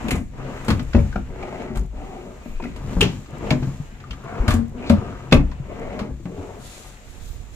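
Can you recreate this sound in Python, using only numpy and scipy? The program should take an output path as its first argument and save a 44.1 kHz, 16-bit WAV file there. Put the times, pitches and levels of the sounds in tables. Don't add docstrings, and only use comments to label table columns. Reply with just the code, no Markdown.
import sys
import numpy as np
from scipy import signal
from scipy.fft import rfft, irfft, next_fast_len
from scipy.io import wavfile

SR = 44100
rng = np.random.default_rng(int(sys.argv[2]) if len(sys.argv) > 2 else 0)


def ratio_of_db(decibels):
    return 10 ** (np.asarray(decibels, float) / 20)


def file_out(sig):
    cols = np.atleast_2d(sig).T
    lim = np.clip(cols, -1, 1)
    pcm = np.round(lim * 32767).astype(np.int16)
    wavfile.write(sys.argv[1], SR, pcm)


N = 332955
LEFT_LEAD_S, UNLIKE, LEFT_DB = 0.00013, 0.96, 2.5


def rms_one(x):
    return x / np.sqrt(np.mean(x ** 2) + 1e-20)


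def drift(rate_hz):
    r = np.exp(-80 * np.pi * rate_hz / SR)
    noise = rng.standard_normal(N // 40 + 2002)
    slow = signal.lfilter([1], [1, -2 * r, r * r], noise)[2000:]
    return np.interp(np.arange(N) / 40, np.arange(len(slow)), rms_one(slow))


def resonate(x, hz, width_hz):
    r = np.exp(-np.pi * width_hz / SR)
    zeros = np.array([1, 0, -1]) * (1 - r * r) / 2
    return signal.lfilter(zeros, [1, -2 * r * np.cos(2 * np.pi * hz / SR), r * r], x)


def ring(x, hz, t60_s):
    y = resonate(x, hz, np.log(1000) / np.pi / max(t60_s, .005))
    return y / np.abs(y).max()


def coloured(x, spectrum, patchy_db):
    hz, db = np.transpose(spectrum)
    edges = np.geomspace(hz[0], min(hz[-1], .45 * SR), num=9)
    out, together = 0, drift(20.0)
    for k, (low, high) in enumerate(zip(edges, edges[1:])):
        band = signal.sosfilt(signal.butter(2, [low, high], "band", fs=SR, output="sos"), x[k % 2])
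        level_db = np.interp(np.log(low * high) / 2, np.log(hz), db)
        out = out + band * ratio_of_db(level_db + patchy_db * (together + drift(21.6)))
    return rms_one(out)


def grains(per_s, spread_db):
    sizes = ratio_of_db(spread_db * np.minimum(rng.exponential(1, (2, N)), 5))
    sizes = sizes * rng.choice([-1, 1], (2, N))
    return sizes * (rng.random((2, N)) < per_s / SR) + 1e-18


def burst(t60_s, rise_s, noise):
    t = np.arange(len(noise)) / SR
    return noise * (1 - np.exp(-t / max(rise_s, 1e-4))) * ratio_of_db(-60 * t / max(t60_s, .005)) + 1e-18


def swell(start_s, peak_s, end_s):
    t = np.arange(max(start_s, 0), end_s, 1 / SR)
    phase = np.interp(t, [start_s, peak_s, max(end_s, peak_s + .01)], [0, 1, 0])
    return np.sin(np.pi / 2 * phase)


def add(out, s, sound):
    i = round(s * SR)
    out[..., i:i + sound.shape[-1]] += sound[..., :N - i]


def placed(x, pan_db, other=0, lead_s=LEFT_LEAD_S):
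    t = np.arange(x.shape[-1])
    left = (x + other) * ratio_of_db(pan_db / 2)
    right = np.interp(t - lead_s * SR, t, x - other) * ratio_of_db(-pan_db / 2)
    return np.array([left, right])


# start t/s, fastest t/s, end t/s, rub
# level/dB, grit/dB
STROKES = [(-.05, 0.046, 0.22, -32, 4), (0.314, 0.452, 0.57, -34.5, -3.5), (0.43, 0.61, 0.88, -39, 8.5),
           (1.21, 1.6, 1.715, -35.5, 0.5), (1.894, 2.053, 2.505, -37.5, -5.5),
           (2.694, 2.89, 2.87, -40.5, -7), (2.83, 3.007, 2.94, -32.5, 4), (3.275, 3.393, 3.38, -35, -2),
           (3.33, 3.524, 3.59, -32.5, 2.5), (4.127, 4.293, 4.8, -41, 0.5), (4.24, 4.5, 4.59, -29.5, -4.5),
           (4.719, 4.884, 5.2, -31.5, -5.5), (4.94, 5.137, 6, -43, 2.5), (5.608, 5.76, 6, -35, -4.5),
           (5.73, 5.994, 6.1, -34.5, -3), (6.26, 6.453, 6.746, -41, 1.5), (6.583, 6.682, 7.13, -49.5, 14.5),
           (6.768, 7.168, 8.03, -54, 12.5), (0.747, 0.983, 1.33, -51.5, 19), (3.602, 3.782, 4.26, -54, 7.5),
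           (2.282, 2.55, 5.3, -50.5, 11.5)]
# level re rub/dB, share of grit, steepness with speed, rest level/dB
LAYERS = [
    (-10, .1, 0.77, -53),
    (-1.03, 0.085, 0.97, -68),
    (-10.5, 0.25, 1, -81),
    (-16.5, 0.74, 1, -68),
    (-35, 1.08, 1, -75),
]


def motion():
    offset_db, grit_share, steepness, rest_db = np.transpose(LAYERS)[..., None]
    power = ratio_of_db(rest_db) ** 2 * np.ones(N)
    for start, peak, end, rub_db, grit_db in STROKES:
        level = ratio_of_db(rub_db + offset_db + grit_share * grit_db)
        add(power, max(start, 0), (level * swell(start, peak, end) ** steepness) ** 2)
    return np.sqrt(power)


# t/s, front level/dB, front f/Hz, thud level/dB, box level/dB
BASE_KNOCKS = [(0.201, -27, 223.5, -38, -38), (0.228, -32, 213, -45, -57),
               (0.975, -10.5, 226.5, -21.5, -29), (1.041, -25, 208, -32, -49),
               (1.157, -20.5, 200, -32, -28.5), (1.7, -26.5, 226, -51, -35), (1.766, -26, 208, -27, -40),
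               (2.458, -30, 236, -59, -34.5), (2.966, -18.5, 181, -25, -23), (4.102, -32, 184, -36, -41),
               (5.3226, -7, 239.6, -15, -7.5), (5.44, -42, 225, -27, -53)]
# t/s, front level/dB, front f/Hz, thud level/dB, box level/dB
SIDE_KNOCKS = [(0.145, -23, 259.6, -26.5, -25.5), (0.708, -17, 209.4, -22, -19.5),
               (0.748, -20.5, 204, -23.5, -40), (0.946, -8.5, 225.2, -16.5, -17),
               (0.998, -29, 194, -17, -42), (2.598, -53, 210, -51, -32), (4.482, -16.5, 225, -21, -24),
               (4.541, -13.5, 229.3, -23, -28.5), (4.9, -4, 224.3, -19, -18.5), (4.929, -13, 210, -49, -49),
               (4.952, -33, 226, -44, -49), (5.349, -9.5, 279.6, -27, -18.5), (6.381, -29.5, 284, -37, -59)]
# t/s, front level/dB, front f/Hz, thud level/dB, box level/dB
BACK_KNOCKS = [(0.043, -22, 226, -39, -51), (0.116, -18, 254.7, -32, -26.5), (0.682, -13, 218.5, -37, -18),
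               (0.797, -24.5, 240, -33, -33.5), (2.628, -26.5, 240.5, -64, -35),
               (2.648, -28.5, 234, -59, -30), (3.006, -28, 251, -22, -23), (3.018, -22.5, 245, -25.5, -27),
               (3.039, -16, 179.6, -26, -20), (3.512, -15, 195, -24, -17), (3.551, -27, 202, -37, -34),
               (3.625, -47, 204, -23.5, -28), (3.67, -28.5, 175, -28.5, -38), (4.589, -25, 230, -35, -29.5),
               (5.389, -33.5, 310, -26, -32), (5.998, -32, 203, -55, -28), (6.014, -21, 212, -53, -42),
               (6.09, -28.5, 252, -38.5, -37), (6.255, -22.5, 177.5, -41, -30)]
FLOOR_HZ, SIDE_HZ, BACK_HZ = 61, 86, 134.8


def all_knocks():
    knocked = [(FLOOR_HZ, BASE_KNOCKS), (SIDE_HZ, SIDE_KNOCKS), (BACK_HZ, BACK_KNOCKS)]
    return [(s, front_db, thud_hz, front_hz, thud_db, box_db)
            for thud_hz, rows in knocked
            for s, front_db, front_hz, thud_db, box_db in rows]


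# start t/s, strongest t/s, end t/s, level/dB
LEANS = [
    (0.24, .55, 1.87, -37.5),
    (1.677, 1.783, 1.88, -36),
    (2.733, 2.997, 3.26, -28),
    (3.367, 3.54, 3.89, -33),
    (3.803, 4.3, 4.95, -39),
    (4.85, 5.25, 5.42, -38.5),
    (5.903, 6.077, 7, -44),
]
SHUDDER_DB, SHUDDER_T60_S = -17.5, 0.25


def shudder():
    out = np.zeros(N)
    for start, peak, end, db in LEANS:
        add(out, start, ratio_of_db(db) * swell(start, peak, end))
    for s, *_, thud_db, _ in all_knocks():
        add(out, s, ratio_of_db(thud_db + SHUDDER_DB) * burst(SHUDDER_T60_S, 0.0038, np.ones(SR // 2)))
    return out


# f/Hz, width/Hz, level/dB
RUMBLE = [(96.5, 4.5, 5.5), (135, 9.2, 5), (204, 2.9, 0), (251, 10.6, -6)]
# f/Hz, density level/dB
WOOD = [(130, -16), (220, 5), (296, -0.5), (396, -2.5), (456, 4.5), (800, -17.5), (1040, -53), (1760, -120)]
# f/Hz, density level/dB
PANEL = [(700, 4), (1000, -1), (1300, -1.5), (1600, -17)]
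# f/Hz, density level/dB
RASP = [(820, -28), (1400, 1.5), (1520, -0.5), (2370, -1), (3540, -14), (5000, -21.5), (6500, -64),
        (11000, -120)]
# start t/s, end t/s, f/Hz, width/Hz, level/dB
SINGING = [(1.3, 1.88, 378, 47, -37.5), (1.35, 1.807, 623, 250, -39.5), (1.97, 2.4, 370, 45, -44.5),
           (1.97, 2.22, 770, 25, -44), (1.95, 2.3, 2000, 700, -56), (4.25, 4.78, 230, 4.75, -34.5),
           (4.22, 4.466, 1090, 200, -41.5), (4.76, 5.3, 1200, 350, -48), (4.75, 5.3, 2200, 660, -57),
           (1.3, 1.78, 1200, 460, -48.5), (4.22, 4.47, 1330, 130, -47.5), (0.33, 0.69, 1030, 600, -49),
           (4.8, 4.91, 2400, 340, -46.5), (4.86, 4.9, 3800, 600, -43), (4.74, 4.83, 242, 12, -36),
           (4.78, 5.2, 676, 71, -51), (4.24, 4.46, 676, 73, -41), (2.0, 2.4, 1160, 430, -58),
           (3.66, 3.74, 1120, 160, -52), (2.38, 2.62, 2420, 160, -59), (5.7, 6.116, 407, 128, -35.5),
           (1.35, 1.81, 1870, 210, -53.5), (5.68, 6.1, 2110, 260, -51.5), (4.25, 4.48, 2180, 198, -50),
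           (6.28, 6.617, 412, 81, -38)]


def slides(carcass, wood, panel, rasp):
    bumps, slips = grains(900, 2.1), grains(1200, 2.6)
    rumble = sum(ratio_of_db(db) * resonate(bumps[k % 2], hz, width) for k, (hz, width, db) in enumerate(RUMBLE))
    rub = 0
    for gain, source, spectrum, unlike in [(wood, slips, WOOD, .25),
                                           (panel, slips[::-1], PANEL, .4),
                                           (rasp, grains(4000, 1.57), RASP, UNLIKE)]:
        layer = coloured(source, spectrum, patchy_db=1.8)
        rub = rub + gain * placed(layer, LEFT_DB, unlike * layer[::-1])
    t = np.arange(N) / SR
    for start, end, hz, width, db in SINGING:
        span = slice(round(start * SR), round(end * SR))
        stroke = np.sin(np.pi * (t[span] - start) / (end - start)) ** 0.42
        tone = resonate(resonate(slips[0, span], hz, width), hz, 3 * width)
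        add(rub, start, placed(ratio_of_db(db) * stroke * rms_one(tone), LEFT_DB))
    return np.hypot(carcass, shudder()) * rms_one(rumble), rub


# f/Hz, level/dB
BOX = [(120, 7), (300, 14), (570, -0.5), (800, -56), (1500, -33)]
# t/s, peak level/dB, f/Hz
ROCKING = [(0.127, -19, 62.8), (0.694, -19, 57), (0.95, -11, 53.3), (0.997, -13, 61), (1.767, -14, 47.8),
           (2.494, -28, 20.1), (2.548, -22.5, 21.6), (2.961, -16, 43), (3.619, -37, 61), (4.089, -31, 44.6),
           (4.511, -17, 40), (5.326, -8.5, 64.2), (5.358, -10.5, 32.3), (6.113, -24.5, 61.34)]
# t/s, f/Hz, peak level/dB, t60/s
RINGS = [(0.699, 145, -25, 0.16), (0.946, 563, -19.5, 0.23), (0.948, 2540, -28, 0.033),
         (0.95, 1960, -30, 0.041), (0.989, 2300, -35, 0.03), (1.3, 2100, -48, 0.021),
         (1.127, 1444, -31, 0.014), (1.157, 700, -22, 0.0086), (1.158, 1410, -23, 0.03),
         (1.16, 2390, -33, 0.013), (1.4265, 770, -32, 0.037), (1.428, 2360, -34.5, 0.027),
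         (1.8475, 710, -43, 0.02), (2.5715, 2450, -48, 0.034), (2.599, 2480, -42, 0.04),
         (2.599, 900, -30.5, 0.03), (2.602, 694, -30.5, 0.016), (2.622, 2240, -39, 0.02),
         (2.637, 2500, -37.5, 0.018), (2.638, 1390, -33, 0.044), (2.654, 1990, -35.5, 0.02),
         (2.666, 2500, -43, 0.018), (3.012, 2820, -5, 0.011), (3.021, 410, -12.5, 0.097),
         (3.507, 1480, -35, 0.02), (3.508, 617, -17.5, 0.092), (3.520, 1020, -33, 0.037),
         (4.039, 1193, -33.5, 0.038), (4.1334, 1182, -43, 0.11), (4.482, 606, -23, 0.1),
         (4.492, 134.7, -23, 0.26), (4.510, 680, -24.5, 0.06), (4.898, 770, -25, 0.034),
         (4.901, 560, -11.5, 0.1), (5.324, 135, -9, 0.064), (5.323, 380, -11, 0.12),
         (5.324, 552, -11.5, 0.12), (5.325, 2370, -4.5, 0.012), (5.326, 1157, -10.5, 0.014),
         (5.5177, 1016, -39.5, 0.043), (5.9955, 8250, -52, 0.35)]
THUD_T60_S, FRONT_T60_S, BOX_T60_S = 0.26, 0.2, 0.21


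def knocks():
    out, size = np.zeros(N), SR // 4
    push = burst(0.02, 0.00072, np.ones(size))
    ladder_hz = np.geomspace(120, 1500, num=22)
    box_hz, box_level_db = np.transpose(BOX)
    soft = signal.butter(3, 1600, fs=SR, output="sos")
    for s, front_db, thud_hz, front_hz, thud_db, box_db in all_knocks():
        chatter = signal.sosfilt(soft, burst(0.14, 0.0003, rng.standard_normal(size)))
        sound = ratio_of_db(thud_db + 8.0) * ring(push, thud_hz, THUD_T60_S)
        sound += ratio_of_db(front_db) * ring(push + 0.14 * chatter, front_hz, FRONT_T60_S)
        luck = rng.standard_normal((22, 2))
        modes_hz = ladder_hz * (1 + 0.0795 * luck[:, 0])
        modes_db = np.interp(np.log(modes_hz), np.log(box_hz), box_level_db) + 3 * luck[:, 1]
        box = sum(ratio_of_db(db) * ring(chatter, hz, BOX_T60_S * (400 / hz) ** 1.05)
                  for hz, db in zip(modes_hz, modes_db))
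        add(out, s, sound + ratio_of_db(box_db + 3.0) * box / np.abs(box).max())
    out = signal.sosfilt(signal.butter(2, 30, "high", fs=SR, output="sos"), out)
    for s, peak_db, hz in ROCKING:
        add(out, s, ratio_of_db(peak_db) * ring(burst(0.044, 0.0054, np.ones(2 * size)), hz, 0.35))
    for s, hz, peak_db, t60 in RINGS:
        tap = resonate(burst(0.026, 0.000086, rng.standard_normal(size)), hz, hz / 2)
        pair = ring(tap, hz, t60) + 0.12 * ring(tap, 1.08 * hz, 0.57 * t60)
        add(out, s, ratio_of_db(peak_db) * pair / np.abs(pair).max())
    return out


# t/s, f/Hz, peak level/dB, t60/s
THUMPS = [(0.12, 125, -23, 0.055), (0.15, 81, -22, 0.091), (1.1967, 190, -30, .05),
          (3.5127, 156, -14.5, 0.19), (3.623, 350, -26, 0.053), (3.8, 145, -19.5, .1),
          (4.48, 105, -11, 0.18), (4.4, 46, -11.5, 0.11), (4.543, 89, -17, 0.16), (4.903, 95, -16, 0.23),
          (4.925, 205, -9.5, 0.21), (4.98, 100, -16, 0.071), (5.323, 198, -5.5, .1), (1.8, 170, -29, .12),
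          (1.845, 147, -28, .08), (5.36, 220, -16, .08), (5.346, 93, -11, 0.13), (5.6, 135, -20, .1),
          (6.199, 330, -35, .1), (3.329, 144, -27.5, 0.13), (3.921, 210, -39, .2), (0.95, 333, -14, 0.072),
          (0.7, 380, -21, 0.094), (5.33, 424, -18, .1), (5.07, 65, -32, 0.17)]


def thumps():
    out = np.zeros(N)
    for s, hz, peak_db, t60 in THUMPS:
        add(out, s, ratio_of_db(peak_db) * ring(burst(1.94 / hz, 0.28 / hz, np.ones(SR // 3)), hz, t60))
    return out


# t/s, peak level/dB, ring f/Hz, top level/dB, t60/s
CRACKS = [(0.0837, -22, 2400, -8.5, 0.12), (0.1083, -15.5, 2230, -6, 0.2), (0.1552, -31, 2000, -4, 0.35),
          (0.647, -35.5, 1310, -1.5, 1), (0.6826, -17, 1271, -10, 0.23), (0.7036, -13.5, 1050, -11, 0.14),
          (0.949, -27, 1100, -21, 0.14), (1.7572, -29.5, 1230, -8.5, 0.16), (1.772, -29, 1190, -6, 0.083),
          (2.625, -37, 2030, -17, 0.13), (2.639, -33.5, 2300, -14, 0.63), (2.762, -31.5, 1000, -11.5, 0.2),
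          (3.009, -9, 3180, -7, 0.14), (3.027, -13.5, 3040, -25, 0.29), (3.5061, -12.5, 2400, -13.5, 0.067),
          (3.5242, -24, 1000, -29, 0.15), (3.629, -34.5, 1350, -23, 0.33), (4.4805, -13, 1340, -10.5, 0.27),
          (4.5069, -15.5, 990, -9, 0.24), (4.5385, -28.5, 1210, 0, 0.16), (4.8972, -16, 1040, -11, 0.19),
          (5.313, -27.5, 2490, -17, 0.08), (5.3231, -12, 1310, -22, 0.18), (5.3253, -4, 3480, -18.5, 0.027),
          (5.3405, -18, 2500, -9.5, 0.14), (5.992, -23.5, 1040, -18, 0.23),
          (6.256, -37.5, 2370, -15, 0.036)]
# t/s, peak level/dB, ring f/Hz
TICKS = [(0.795, -26.5, 1330), (0.9331, -25, 1480), (0.9648, -28.5, 960), (1.126, -39, 1440),
         (1.158, -34, 1110), (1.427, -33, 2280), (1.847, -63, 1500), (1.969, -50, 900), (2.599, -47, 940),
         (3.2594, -41, 1190), (4.002, -39.5, 1740), (4.0394, -44, 1240), (4.1089, -27, 3050),
         (4.1306, -32.5, 1250), (5.5155, -38, 1560), (5.667, -57, 890), (5.935, -52, 1130),
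         (6.376, -44, 1000), (6.428, -45, 2150)]
TICK_TOP_DB, TICK_T60_S = -18, 0.1


def cracks():
    out = np.zeros((2, N))
    broad = signal.butter(3, [700, 4600], "band", fs=SR, output="sos")
    top = signal.butter(2, [4000, 12500], "band", fs=SR, output="sos")
    ticks = [(*row, TICK_TOP_DB, TICK_T60_S) for row in TICKS]
    for s, peak_db, hz, top_db, t60 in CRACKS + ticks:
        noise = rng.standard_normal((2, SR // 4))
        contact = np.array([burst(0.05, 0.00025, part) + .5 * burst(t60, 0.0019, part) for part in noise])
        wide, high = signal.sosfilt(broad, contact), signal.sosfilt(top, contact)
        mix = 0.45 * np.array([ring(part, hz, 0.004) for part in wide])
        mix += 0.71 * wide / np.abs(wide).max()
        mix += ratio_of_db(top_db) * high / np.abs(high).max()
        sound, other = ratio_of_db(peak_db) * mix
        add(out, s - .001, placed(sound, 1.3, 0.57 * other))
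    return out


# t/s, peak level/dB
SNAPS = [(0.829, -40.5), (1.6282, -47), (1.7944, -39), (1.8004, -45), (1.81, -45), (1.8367, -51),
         (1.8627, -49), (2.8484, -55), (2.8739, -54.5), (3.3074, -48), (3.384, -44), (4.242, -49),
         (4.6818, -49), (4.6942, -49), (4.8713, -49), (5.7205, -56), (5.7735, -54), (5.7962, -45),
         (7.2252, -45)]
SNAP_T60_S, SNAP_DB = 0.016, -1


def snaps():
    out = np.zeros((2, N))
    bright = signal.butter(2, [4500, 15500], "band", fs=SR, output="sos")
    for s, peak_db in SNAPS:
        click = signal.sosfilt(bright, burst(SNAP_T60_S, 0.00043, rng.standard_normal(SR // 20)))
        add(out, s - .001, placed(ratio_of_db(peak_db + SNAP_DB) * click / np.abs(click).max(), 4.5))
    return out


ROOM_T60_S, WALL_CUT_HZ, ROOM_DB = 0.21, 8300, -13


def room(x):
    size = next_fast_len(N + SR)
    w = 2 * np.pi * np.arange(size // 2 + 1) / size
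    dull = 1 / (1 + 1j * w * SR / (2 * np.pi * WALL_CUT_HZ))
    response = np.zeros((2, len(w)), complex)
    for k, lag_s in enumerate(rng.uniform(.006, .028, 16)):
        loop = ratio_of_db(-60 * lag_s / ROOM_T60_S) * dull * np.exp(-1j * w * lag_s * SR)
        response[k % 2] += loop / (1 - loop) * (-1) ** (k // 2)
    thin = signal.sosfilt(signal.butter(2, 300, "high", fs=SR, output="sos"), x)
    return irfft(response * rfft(thin, size), size)[:, :N]


# f/Hz, density level/dB
SCUFF = [(1180, -36), (2000, -6), (2740, -13), (3260, 3.5), (5300, -5.5), (7120, -4), (9920, -4),
         (16000, -21)]
# start t/s, strongest t/s, end t/s, level/dB, edge level/dB
SCUFFS = [
    (2.437, 2.463, 2.6, -64, 8),
    (6.574, 6.7, 7, -48, -18),
    (7.02, 7.11, 7.5, -58, -8),
    (7.2, 7.313, 7.39, -58.5, 5.5),
    (7.517, 7.555, 7.6, -58, -2.5),
]


def scuffs():
    pile = coloured(grains(9000, 3.5), SCUFF, patchy_db=1.0)
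    pile = np.array([pile, pile[::-1]])
    edge = 2 * resonate(resonate(pile, 13700, 3000), 14200, 3000)
    out = np.zeros((2, N))
    for start, peak, end, db, edge_db in SCUFFS:
        i = round(start * SR)
        drag = swell(start, peak, end)[:N - i]
        span = slice(i, i + len(drag))
        add(out, start, ratio_of_db(db) * drag * (pile[:, span] + ratio_of_db(edge_db) * edge[:, span]))
    return out


# f/Hz, density level/dB
AIR = [(1180, -37), (2000, -30), (2500, -5.5), (3170, 3.5), (4490, -9.5), (7120, -5.5), (9740, -14.5),
       (16000, -12.5)]
# start t/s, strongest t/s, end t/s, level/dB
SWISHES = [
    (2.89, 3.086, 3.32, -64.5),
    (3.5, 3.686, 3.96, -67),
    (6.1, 6.7, 8.5, -68),
    (1.92, 2.1, 3.06, -71),
]


def rustle(air):
    hiss = coloured(rng.standard_normal((2, N)), AIR, patchy_db=.35)
    power = air ** 2
    for start, peak, end, db in SWISHES:
        add(power, start, (ratio_of_db(db) * swell(start, peak, end) ** 0.63) ** 2)
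    return ratio_of_db(8.0) * np.sqrt(power) * np.array([hiss, hiss[::-1]])


# t/s, level/dB
SWAY = [(0.0, -32), (0.6, -40), (0.92, -31), (1.17, -29), (1.58, -43.5), (1.98, -33.5), (2.25, -45),
        (2.93, -30.5), (3.2, -42), (3.64, -30.5), (4.12, -49), (4.58, -34.5), (5.32, -42.5), (5.47, -31),
        (5.66, -36), (7.02, -46.5), (7.3, -35), (7.55, -41.5)]
TURN_S, TURN_PAN_DB = 7.0, -13


def sway():
    band = signal.butter(2, [18, 60], "band", fs=SR, output="sos")
    low = signal.sosfilt(band, rng.standard_normal((2, N + SR)))[:, SR:]
    mid, side = low / low.std()
    t = np.arange(N) / SR
    pan_db = np.interp(t, [TURN_S, TURN_S + 0.056], [3.0, TURN_PAN_DB])
    level_db = np.interp(t, *np.transpose(SWAY))
    common = mid * ratio_of_db(pan_db * [[.5], [-.5]])
    return ratio_of_db(level_db) * (common + 0.26 * side * np.array([[1], [-1]]))


def scene():
    *wood, air = motion()
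    rumble, rub = slides(*wood)
    body = placed(rumble + knocks() + thumps(), 3.66, lead_s=.00007)
    dresser = body + rub + cracks()
    reverb = ratio_of_db(ROOM_DB) * room(dresser.mean(axis=0))
    return dresser + reverb + snaps() + scuffs() + rustle(air) + sway()


def roll_off(x):
    return signal.sosfilt(signal.butter(12, 15800, fs=SR, output="sos"), x)


# f/Hz, width/Hz, level/dB
LEFT_PORT = [(844, 590, -10.5), (5570, 3500, -9.5)]
# f/Hz, width/Hz, level/dB
RIGHT_PORT = [(2300, 510, -6), (14000, 2000, -13)]
PORT_HZ, PORT_WIDTH_HZ, PORT_DB = 7000, 1100, 3
CEILING, CUTOFF_HZ = .88, 16450


def record(dry):
    x = (dry + ratio_of_db(PORT_DB) * resonate(dry, PORT_HZ, PORT_WIDTH_HZ)) / CEILING
    for port, peaks in enumerate([LEFT_PORT, RIGHT_PORT]):
        x[port] += sum(ratio_of_db(db) * resonate(x[port], hz, width) for hz, width, db in peaks)
    x = CEILING * x / (1 + x ** 6) ** (1 / 6)
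    x = signal.sosfilt(signal.cheby2(12, 60, CUTOFF_HZ, fs=SR, output="sos"), x)
    return roll_off(x)


dry = scene()
out = record(dry)
file_out(out)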